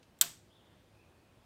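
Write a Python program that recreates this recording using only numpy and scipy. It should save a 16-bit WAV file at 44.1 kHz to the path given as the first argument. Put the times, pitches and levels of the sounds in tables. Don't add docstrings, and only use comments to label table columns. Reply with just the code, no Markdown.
import sys
import numpy as np
from scipy import signal
from scipy.fft import rfft, irfft
from scipy.io import wavfile
from scipy.ndimage import uniform_filter1d

SR = 44100
rng = np.random.default_rng(int(sys.argv[2]) if len(sys.argv) > 2 else 0)


def digitize_waveform(pressure):
    field = np.atleast_2d(pressure).T
    bounded = np.clip(field, -1, 1)
    quanta = np.round(bounded * 32767).astype(np.int16)
    wavfile.write(sys.argv[1], SR, quanta)


N = 63945
TIME_S = np.arange(N) / SR


def amp(db):
    return 10 ** (np.asarray(db) / 20)


def unit(x):
    return x / np.sqrt(np.mean(x ** 2) + 1e-20)


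def read(points, hz):
    freq_hz, value = np.transpose(points)
    return np.interp(np.log(hz + 1), np.log(freq_hz + 1), value)


def add(mix, start_s, sound):
    part = mix[round(start_s * SR):][:len(sound)]
    part += sound[:len(part)]


def noise(spectrum):
    gain = amp(read(spectrum, np.fft.rfftfreq(N, 1 / SR)))
    return unit(irfft(rfft(rng.standard_normal(N)) * gain, N))


def room_noise():
    # freq_hz, density_db
    spectrum = [(15, -36.5), (25, -22), (45, -8.5), (100, -1), (140, -5), (300, -9), (520, -10.5),
                (800, -14), (1260, -19), (2600, -23), (3400, -24), (5700, -30.5), (8800, -34),
                (16000, -38.5)]
    level_db, patch_db = -65, 1.12
    bands = signal.stft(noise(spectrum), nperseg=1024, noverlap=768)[2]
    patches = uniform_filter1d(rng.standard_normal(bands.shape), size=14, axis=0)
    patches = unit(uniform_filter1d(patches, size=16, axis=1))
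    wash = signal.istft(bands * amp(patch_db * patches), nperseg=1024, noverlap=768)[1][:N]
    return amp(level_db) * unit(wash)


def hum():
    # centre_hz, width_hz, level_db
    bands = [(102.8, 4, -77), (343, 40, -79.5), (8850, 400, -92)]
    freq_hz = np.fft.rfftfreq(N, 1 / SR)
    out = np.zeros(N)
    for centre_hz, width_hz, level_db in bands:
        peak = 1 / (1 + (2 * (freq_hz - centre_hz) / width_hz) ** 2)
        out += amp(level_db) * unit(irfft(rfft(rng.standard_normal(N)) * peak, N))
    return out


def tap():
    # freq_hz, density_db
    spectrum = [(500, -37), (1500, -6.5), (2800, 3), (6000, -6.5), (9000, -12), (16000, -40)]
    start_s, level_db, t60_s = 0.029, -61.5, 0.057
    out = np.zeros(N)
    add(out, start_s, amp(level_db - 60 * TIME_S / t60_s) * noise(spectrum))
    return out + room_echo(out)


def room_tail(x):
    # freq_hz, t60_s
    decay = [(200, .4), (600, .28), (1400, .33), (3700, .34), (7700, .36), (12000, .265), (16000, .23)]
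    delay_s, build_s = 0.018, 0.0092
    freq_hz, frame_s, bands = signal.stft(x, SR, nperseg=256)
    fade = amp(-60 * frame_s / read(decay, freq_hz)[:, None])
    tail = signal.istft(bands * fade, SR, nperseg=256)[1][:N]
    return tail * np.clip((TIME_S - delay_s) / build_s, 0, 1)


def room_echo(x, gain_db=-23.5):
    response = room_tail(rng.standard_normal(N))
    return amp(gain_db) * signal.fftconvolve(x, response / np.linalg.norm(response))[:N]


def colour(burst, spectrum):
    bins = np.fft.fft(burst[:4096])
    freq_hz = abs(np.fft.fftfreq(len(bins), 1 / SR))
    log_gain = np.log(amp(read(spectrum, freq_hz)) / (abs(bins) + abs(bins).mean() / 10))
    out = np.fft.ifft(bins * np.exp(np.conj(signal.hilbert(log_gain)))).real
    return np.pad(out / np.linalg.norm(out), (0, N - len(bins)))


def ring(modes):
    return sum(amp(level_db - 60 * TIME_S / t60_s) * np.sin(2 * np.pi * (pitch_hz * TIME_S + rng.random()))
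               for pitch_hz, level_db, t60_s in modes)


def teeth_clash():
    # freq_hz, density_db
    spectrum = [(300, -39.5), (800, -43), (1700, -9), (2400, -32.5), (3100, -3.5), (3650, -8), (4350, -4),
                (4700, -17.5), (5150, -12.5), (5600, 4), (6200, -7), (7300, 5), (7900, 4), (8500, -2.5),
                (9000, -2), (9900, -21.5), (10300, -7.5), (11200, -15), (12300, -3.5), (13000, -13.5),
                (13500, -0.5), (14300, -9), (14800, -15.5), (15500, -10), (16200, -24.5)]
    gain_db, hold_s, t60_s = 5.5, 0.0018, 0.0016
    envelope = amp(-60 * np.maximum(TIME_S - hold_s, 0) / t60_s)
    return amp(gain_db) * colour(envelope * rng.standard_normal(N), spectrum)


def works():
    # freq_hz, density_db
    spectrum = [(400, -26), (900, -21.5), (1500, -8), (2500, -2), (3600, 6), (5500, -1.5), (7000, 1.5),
                (7700, 3.5), (9200, -1), (9900, -2), (11300, -4), (12400, 14.5), (13000, -6.5),
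                (14300, 1.5), (15700, -5)]
    modes_hz = [1215, 1430, 3125, 3672, 7030, 7385, 7718, 8068, 8850, 9080, 9285, 12200, 12472, 13540,
                14285]
    modes_db = [-47, -43.5, -29.5, -25, -30, -25, -24.5, -26, -34, -27.5, -34, -28.5, -24.5, -29.5, -30.5]
    rattle_db, rattle_t60_s = -17, 0.045
    steel_t60_s, cutoff_hz = 0.042, 1190
    rattle = amp(rattle_db - 60 * TIME_S / rattle_t60_s) * noise(spectrum)
    steel = ring([(hz, db, steel_t60_s) for hz, db in zip(modes_hz, modes_db)])
    radiation = signal.butter(4, cutoff_hz, "high", fs=SR, output="sos")
    return signal.sosfilt(radiation, rattle + steel)


def stand(rise_s=0.022):
    # pitch_hz, level_db, t60_s
    modes = [(158, -56.5, 0.52), (364.7, -43, 0.086), (688, -47, 0.23)]
    return np.minimum(TIME_S / rise_s, 1) ** 2 * ring(modes)


def bench(gain_db=-37.5, peak_s=0.011):
    # freq_hz, density_db
    spectrum = [(200, -28), (600, -20), (1050, 3.5), (1600, 6), (2200, -2), (3000, 0.5), (8000, -6),
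                (15000, -15)]
    envelope = (TIME_S / peak_s * np.exp(1 - TIME_S / peak_s)) ** 2
    return amp(gain_db) * envelope * noise(spectrum)


def clockwork(diffuse_db=-37.5):
    # start_s, gain_db
    catches = [(0.1882, -49.5), (0.2121, 0), ]
    # freq_hz, density_db
    diffuse_spectrum = [(150, -2.5), (330, 2.5), (500, -4.5), (1000, 0), (2300, 0), (3400, 2), (5000, 0),
                        (6100, 0.5), (7700, -3.5), (9000, -1), (10300, -7.5), (11600, -5), (12400, 3),
                        (13000, -3.5), (15600, -4)]
    out = np.zeros(N)
    for start_s, gain_db in catches:
        near = teeth_clash() + works() + stand() + bench()
        echo = room_echo(near)
        diffuse = amp(diffuse_db) * room_tail(noise(diffuse_spectrum))
        add(out, start_s, amp(gain_db) * (near + echo + diffuse))
    return out


def chirps(echo_t60_s=1.8):
    # start_s, length_s, pitch_hz, arch_hz, width_hz, level_db
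    whistles = [(0.498, 0.12, 2926, 677, 334, -73), (0.943, .122, 2478, 89.4, 199, -75)]
    out = np.zeros(N)
    for start_s, length_s, pitch_hz, arch_hz, width_hz, level_db in whistles:
        arch = np.sin(np.pi * np.linspace(0, 1, round(length_s * SR)))
        white = rng.standard_normal(N) + 1j * rng.standard_normal(N)
        fuzz = signal.lfilter(*signal.butter(2, width_hz / 2, fs=SR), white)[:len(arch)]
        phase_rad = 2 * np.pi * np.cumsum(pitch_hz + arch_hz * arch) / SR
        whistle = (fuzz * np.exp(1j * phase_rad)).real
        add(out, start_s, amp(level_db) * unit(abs(arch) ** 0.1 * whistle))
    response = rng.standard_normal(N) * amp(-60 * TIME_S / echo_t60_s)
    return out + signal.fftconvolve(out, response / np.linalg.norm(response))[:N]


def scene():
    return (clockwork() + tap() + chirps() + room_noise() + hum())[None]


def record(dry):
    cutoff_hz = 15850
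    lowpass = signal.firwin(255, cutoff_hz, window=("kaiser", 8), fs=SR)
    return signal.oaconvolve(dry, lowpass[None], "same")


dry = scene()
out = record(dry)
digitize_waveform(out)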